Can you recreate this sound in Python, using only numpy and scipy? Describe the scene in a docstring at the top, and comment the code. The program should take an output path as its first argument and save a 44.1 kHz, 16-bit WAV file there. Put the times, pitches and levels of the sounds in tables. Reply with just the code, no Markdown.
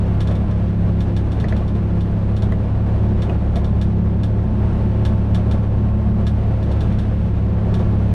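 """An engine drones at a nearly steady speed over tyre rumble and a hiss of grit: a car cruising on a
dirt road, heard from a microphone at the dashboard. The drone is the crankshaft's orders; the road
comes up through the springs and body panels, and sand sprays the wheel wells. Close by in the cabin,
bumps set a small hard part rattling and now and then knock the plastic trim."""
import sys
import numpy as np
from scipy import signal
from scipy.fft import rfft, irfft, next_fast_len
from scipy.io import wavfile

SR = 44100
rng = np.random.default_rng(int(sys.argv[2]) if len(sys.argv) > 2 else 0)


def pcm_store(signal):
    """Save signal as 16-bit PCM."""
    levels = np.round(np.clip(np.atleast_2d(signal), -1, 1) * 32767)
    wavfile.write(sys.argv[1], SR, levels.astype(np.int16).T)


N = 358956
TIME = np.arange(N) / SR

# the crankshaft: (time [s], speed [turns/s])
CRANK_SPEED = [(0, 34.4), (1.4, 34.45), (1.8, 34.75), (2.1, 34.5), (3, 34.86), (3.8, 34.61), (4.7, 35.38),
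               (5.3, 35.24), (6.1, 35.46), (7, 34.83), (7.8, 34.84), (8.14, 35.2)]
# the drone in the cabin: (time [s], second order level [dB], third order level [dB])
DRONE_LEVELS = [(0, -21, -19), (0.3, -20, -17.5), (1.6, -19.5, -19.0), (2.4, -20.0, -16.5),
                (3.15, -19.5, -16.5), (3.5, -16, -20.0), (4, -19, -17), (5.7, -17, -17.0), (7, -18, -18),
                (7.8, -20, -17), (8.14, -17, -16)]
# the other engine orders: (multiple of crank speed, level [dB])
ENGINE_ORDERS = [(1, -27.5), (3.5, -39), (4, -38.5), (5.5, -41), (6, -26), (7, -44), (8, -41), (9, -48.5),
                 (10, -37.5), (11, -43.5), (12, -50), (14, -47), (15, -45.5), (16, -49), (17, -54),
                 (18, -49), (19, -55.5), (20, -54), (30, -52.5)]
# rough spots in the road: (time [s], length [s], rise of the tyre roar [dB])
ROUGH_SPOTS = [(.27, .28, 3), (1.52, 0.59, 2.5), (2.928, 0.2, 4), (3.3, 0.31, 3), (3.597, 0.16, 3),
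               (4.684, 0.23, 2.5), (5.067, .3, 1), (5.467, 0.18, 3), (6.7, .4, 2.5), (7.77, 0.38, 2.5)]
# road rumble, tyre roar and grit, heard through the car's body: (frequency [Hz], relative level [dB])
RUMBLE_SPECTRUM = [(4, -12), (14, -6), (25, -1), (48, -1), (85, 0), (120, 0.5), (155, -2.5), (190, -7.5),
                   (230, -7.5), (290, -17.5), (420, -38.5)]
ROAR_SPECTRUM = [(180, -21.5), (280, 1.5), (370, 3.5), (450, -0.5), (530, -3.5), (680, -2), (810, -6.5),
                 (1100, -14), (1300, -17), (1650, -20), (2200, -26), (4000, -39.5)]
GRIT_SPECTRUM = [(700, -17), (1400, 6), (2000, 1.5), (2600, 1), (3200, -2.5), (4200, -7.5), (5000, -13),
                 (6200, -16), (7700, -25), (8600, -16.5), (9800, -27), (12000, -35), (15000, -43)]
# panels that the road keeps humming: (frequency [Hz], width [Hz], level against the roar [dB])
PANEL_MODES = [(521, 41, -11), (901, 43, -20), (1130, 32, -18.5), (1354, 82, -22), (1666, 84, -29.5)]
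# loose sand on the road: (time [s], relative level [dB])
SAND_LEVELS = [(0.0, -46), (2.83, -48), (3.06, -46.5), (4.26, -50), (4.83, -46), (6.08, -49), (6.96, -44.5),
               (7.52, -48.5), (8.14, -45.5)]
# strikes of the loose part: (time [s], relative level [dB])
RATTLE_STRIKES = [(0.2047, -31.5), (0.2724, -35.5), (.3097, -41), (.3531, -40.5), (.5116, -44),
                  (1.005, -35.5), (1.1646, -34), (1.3179, -38), (1.3992, -35.5), (1.484, -36),
                  (1.5647, -39), (1.6785, -41), (1.752, -46), (2.007, -40), (2.365, -37), (2.4213, -34.5),
                  (3.22, -33), (3.557, -32.5), (3.6437, -37.5), (3.8132, -33), (4.233, -34), (5.0509, -30),
                  (5.3457, -30.5), (5.5112, -33.5), (6.2672, -31.5), (6.628, -41.5), (6.7144, -39.5),
                  (6.8066, -35), (6.9232, -45), (6.987, -37), (7.7406, -33), (7.793, -43)]
# bounces and reflections within one strike: (delay [s], gain)
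BOUNCES = [(0, .5), (.0018, .85), (.0046, .45), (.0091, .75), (.0138, .42), (.0185, .25)]
# the crack of its contact: (frequency [Hz], relative level [dB])
CRACK_SPECTRUM = [(600, 0), (1700, 3.5), (2200, -4), (2900, -1), (3600, 5), (4500, -5), (5100, -6),
                  (7300, -13.5), (8700, -12.5), (10100, -15), (10700, -21), (12000, -23), (13800, -28.5),
                  (15000, -40)]
# its ring: (frequency [Hz], relative level [dB], t60 [s])
LOOSE_PART_MODES = [(662, -2, .08), (1361, -10, .06), (1684, -1, .07), (1857, -8, .035), (2018, -10, .035),
                    (2540, -9, .04), (2702, -11, .035), (3307, -5, .06), (3434, -3, .06), (3601, -4, .06),
                    (3779, -2, .05), (3967, -9, .04), (4200, -9, .035), (4548, -11, .04), (5560, -10, .065),
                    (5881, -18, .05), (6804, -18, .035), (8688, -16, .03), (10023, -14, .035),
                    (11773, -25, .03)]
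# knocks in the trim: (time [s], relative level [dB], lift of the low thud [dB], pitch factor)
TRIM_KNOCKS = [(1.442, -18, 0.5, 0.95), (1.5235, -18.5, 4, 0.96), (2.522, -21, 2, 0.95),
               (3.296, -20, 1, 1.36), (3.569, -27, 11, 1.05)]
# the trim's ring at pitch factor one: (frequency [Hz], relative level [dB], t60 [s])
PLASTIC_MODES = [(480, 0, .05), (660, -2, .05), (1050, -4, .02), (1450, -5, .016), (1830, 0, .02),
                 (2080, 1, .018), (2400, -5, .015)]


def amp(db):
    """Decibels to gain."""
    return 10 ** (np.asarray(db) / 20)


def unit(x):
    """Scales to an rms of one."""
    return x / np.sqrt(np.mean(x ** 2) + 1e-20)


def curves(rows):
    """Each column of a table as a line through time."""
    times, *columns = np.transpose(rows)
    return [np.interp(TIME, times, column) for column in columns]


def colour(x, spectrum):
    """Filters by a spectrum drawn on a log-frequency axis, falling 12 dB an octave past its ends."""
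    hz, db = np.transpose(spectrum)
    size = next_fast_len(len(x))
    bins = np.fft.rfftfreq(size, 1 / SR)
    gain = amp(np.interp(np.log(bins + 1), np.log(hz), db))
    gain *= np.minimum(1, bins / hz[0]) ** 2 * np.minimum(1, hz[-1] / (bins + 1)) ** 2
    return irfft(rfft(x, size) * gain, size)[:len(x)]


def wander(rate_hz):
    """A slow random drift with an rms of one."""
    t = TIME[::100]
    bins = np.fft.rfftfreq(len(t), t[1])
    slow = irfft(rfft(rng.standard_normal(len(t))) / (1 + (bins / rate_hz) ** 4), len(t))
    return np.interp(TIME, t, unit(slow))


def hum(hz, width_hz):
    """Noise held in one resonance."""
    return unit(signal.lfilter(*signal.iirpeak(hz, hz / width_hz, SR), rng.standard_normal(N)))


def ring(modes, t, low_db, split_hz):
    """Dying modes of a struck part, those under split_hz lifted by low_db."""
    hz, db, t60 = np.transpose(modes)[:, :, None]
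    db = db + low_db * (hz < split_hz)
    sign = (-1) ** np.arange(len(hz))[:, None]
    decay = np.exp(-np.log(1000) * t / t60)
    return (sign * amp(db) * decay * np.sin(2 * np.pi * hz * t)).sum(0)


def cabin(x, tail_db, t60):
    """The direct sound at the microphone, then the short tail of an upholstered cabin."""
    t = np.arange(SR // 5) / SR
    tail = unit(rng.standard_normal(len(t)) * np.exp(-np.log(1000) * t / t60))
    response = amp(tail_db) * tail / np.sqrt(len(t))
    response[0] = 1
    return signal.oaconvolve(x, response / np.linalg.norm(response))[:N]


def engine(speed, turns, fifth_peak_db=-24, cabin_hz=172, cabin_width_hz=8):
    """Whole and half orders of the crankshaft; the low ones stand firm, the high ones waver."""
    second_db, third_db = curves(DRONE_LEVELS)
    # the fifth order fades as speed lifts it off a cabin resonance
    detuning = 2 * (5 * speed - cabin_hz) / cabin_width_hz
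    fifth_db = fifth_peak_db - 10 * np.log10(1 + detuning ** 2)
    out = np.zeros(N)
    for order, db in [(2, second_db), (3, third_db), (5, fifth_db)] + ENGINE_ORDERS:
        waver = 0.052 if order <= 3 else 0.25 if order <= 6 else 0.41
        angle = 2 * np.pi * (order * turns + rng.random())
        tone = (1 + waver * wander(rate_hz=3.33)) * np.cos(angle)
        phase_wobble = waver * wander(rate_hz=5) * np.sin(angle)
        out += amp(db) * (tone + phase_wobble)
    return out


def whine(speed, turns, level_db=-46, waver=0.074, order=25, panel_hz=884, width_hz=26):
    """A high engine order swells whenever its pitch meets a panel resonance."""
    response = 1 / (1 + 2j * (order * speed - panel_hz) / width_hz)
    flutter = 1 + waver * (wander(rate_hz=3.8) + 1j * wander(rate_hz=8.1))
    return amp(level_db) * (response * flutter * np.exp(2j * np.pi * order * turns)).real


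def jolts():
    """The road's lift of the roar, in dB: each rough spot swells and dies as the wheels cross it."""
    return sum(db * np.exp(-(2 * (TIME - at) / length) ** 2) for at, length, db in ROUGH_SPOTS)


def road_rumble(jolt_db, smooth_road_db=-24.5, jolt_share=0.44):
    """Rumble comes up through the springs, more on the rough spots."""
    rumble = unit(colour(rng.standard_normal(N), RUMBLE_SPECTRUM))
    return amp(smooth_road_db + jolt_share * jolt_db) * rumble


def tyre_boom(speed, cruise_turns_per_s=35, cruise_db=-33, db_per_crank_hz=6):
    """The air inside the tyres resonates, booming louder with speed."""
    boom = colour(hum(hz=187, width_hz=12), [(150, 0), (230, 0)])
    return amp(cruise_db + db_per_crank_hz * (speed - cruise_turns_per_s)) * boom


def tyres(turns, jolt_db, roar_db=-35, grit_db=-3.5, throb_depth=0.076, grains_per_s=700, grains_db=-9):
    """Roar through the panels, and sand thrown against the wheel wells; both rise on the rough spots."""
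    roar = unit(colour(rng.standard_normal(N), ROAR_SPECTRUM))
    panels = sum(amp(db) * hum(hz, width) for hz, width, db in PANEL_MODES)
    roar += colour(panels, [(400, 0.0049), (1800, 0.015)])
    # the engine's shaking makes the roar throb in step with the crank
    crank = 2 * np.pi * turns
    throb = 1 + throb_depth * (np.cos(crank) + np.cos(2 * crank) / 2 + np.cos(3 * crank) / 2)
    flicker_db = 1.24 * wander(rate_hz=15)
    roar *= throb * amp(roar_db + jolt_db + flicker_db)

    sand_db, = curves(SAND_LEVELS)
    grains = (rng.random(N) < grains_per_s / SR) * rng.standard_normal(N)
    hiss = unit(colour(rng.standard_normal(N), GRIT_SPECTRUM))
    ticks = unit(cabin(colour(grains, GRIT_SPECTRUM), tail_db=-2, t60=0.085))
    sand = hiss + amp(grains_db) * ticks
    return roar + sand * amp(sand_db + grit_db + 0.3 * jolt_db + flicker_db / 2)


def rattle(ring_db=-7, tail_db=-6, tail_t60=0.16, crack_s=0.0017, touch_s=0.0022, middling_db=-34):
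    """A small hard part chatters on its seat close by: clusters of gritty cracks over a brief ring."""
    t, out = np.arange(SR // 6) / SR, np.zeros(N)
    onset = 1 - np.exp(-t / touch_s)
    bounce_power = sum(gain ** 2 * (t >= delay) * np.exp(-2 * abs(t - delay) / crack_s)
                       for delay, gain in BOUNCES)
    cabin_tail = amp(tail_db - 60 * t / tail_t60) * onset
    graze = np.minimum(t / touch_s, 1)  # it grazes before it lands
    envelope = np.sqrt(bounce_power + cabin_tail ** 2) * graze
    shared_noise = rng.standard_normal(len(t))  # keeps the strikes nearly alike
    for at, db in RATTLE_STRIKES:
        contact = unit(shared_noise + 0.32 * rng.standard_normal(len(t)))
        crack = colour(envelope * contact, CRACK_SPECTRUM)
        low_db = 9.5 + 0.4 * (db - middling_db)  # a harder strike brings out the low ring
        modes = ring(LOOSE_PART_MODES, t, low_db, split_hz=2200) * onset ** 2
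        add(out, at - 0.001, amp(db) * (2 * crack + amp(ring_db) * modes))
    return out


def knocks(gain_db=-5.5, snap_db=-6, snap_s=0.002, onset_s=0.0017):
    """Plastic trim knocks against the car's body: a dry snap and a short ring in the cabin."""
    t, out = np.arange(SR // 8) / SR, np.zeros(N)
    onset = 1 - np.exp(-t / onset_s)
    for at, db, thud_db, pitch in TRIM_KNOCKS:
        burst = rng.standard_normal(len(t)) * np.exp(-t / snap_s)
        snap = colour(burst, [(600, 17.5), (2300, 5.5), (4000, -1), (7000, -12), (9000, -25.5)])
        modes = ring(PLASTIC_MODES, t * pitch, thud_db, split_hz=900) * onset
        add(out, at, amp(db + gain_db) * (modes + amp(snap_db) * snap))
    return cabin(out, tail_db=-1.5, t60=0.086)


def add(mix, at_s, sound):
    """Lays a sound into the mix at a time."""
    part = mix[max(round(at_s * SR), 0):][:len(sound)]
    part += sound[:len(part)]


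def scene():
    """Engine, road and loose parts as they reach the dashboard, in mono."""
    speed, = curves(CRANK_SPEED)
    turns = np.cumsum(speed) / SR
    jolt_db = jolts()
    motor = engine(speed, turns) + whine(speed, turns)
    road = road_rumble(jolt_db) + tyre_boom(speed) + tyres(turns, jolt_db)
    return (motor + road + rattle() + knocks())[None]


def record(dry):
    """The microphone at the dashboard, with a steep cut of the highest treble."""
    edge_hz = 15200
    lowpass = signal.firwin(511, edge_hz, window=("kaiser", 9), fs=SR)
    return signal.oaconvolve(dry, lowpass[None], "same")


dry = scene()
out = record(dry)
pcm_store(out)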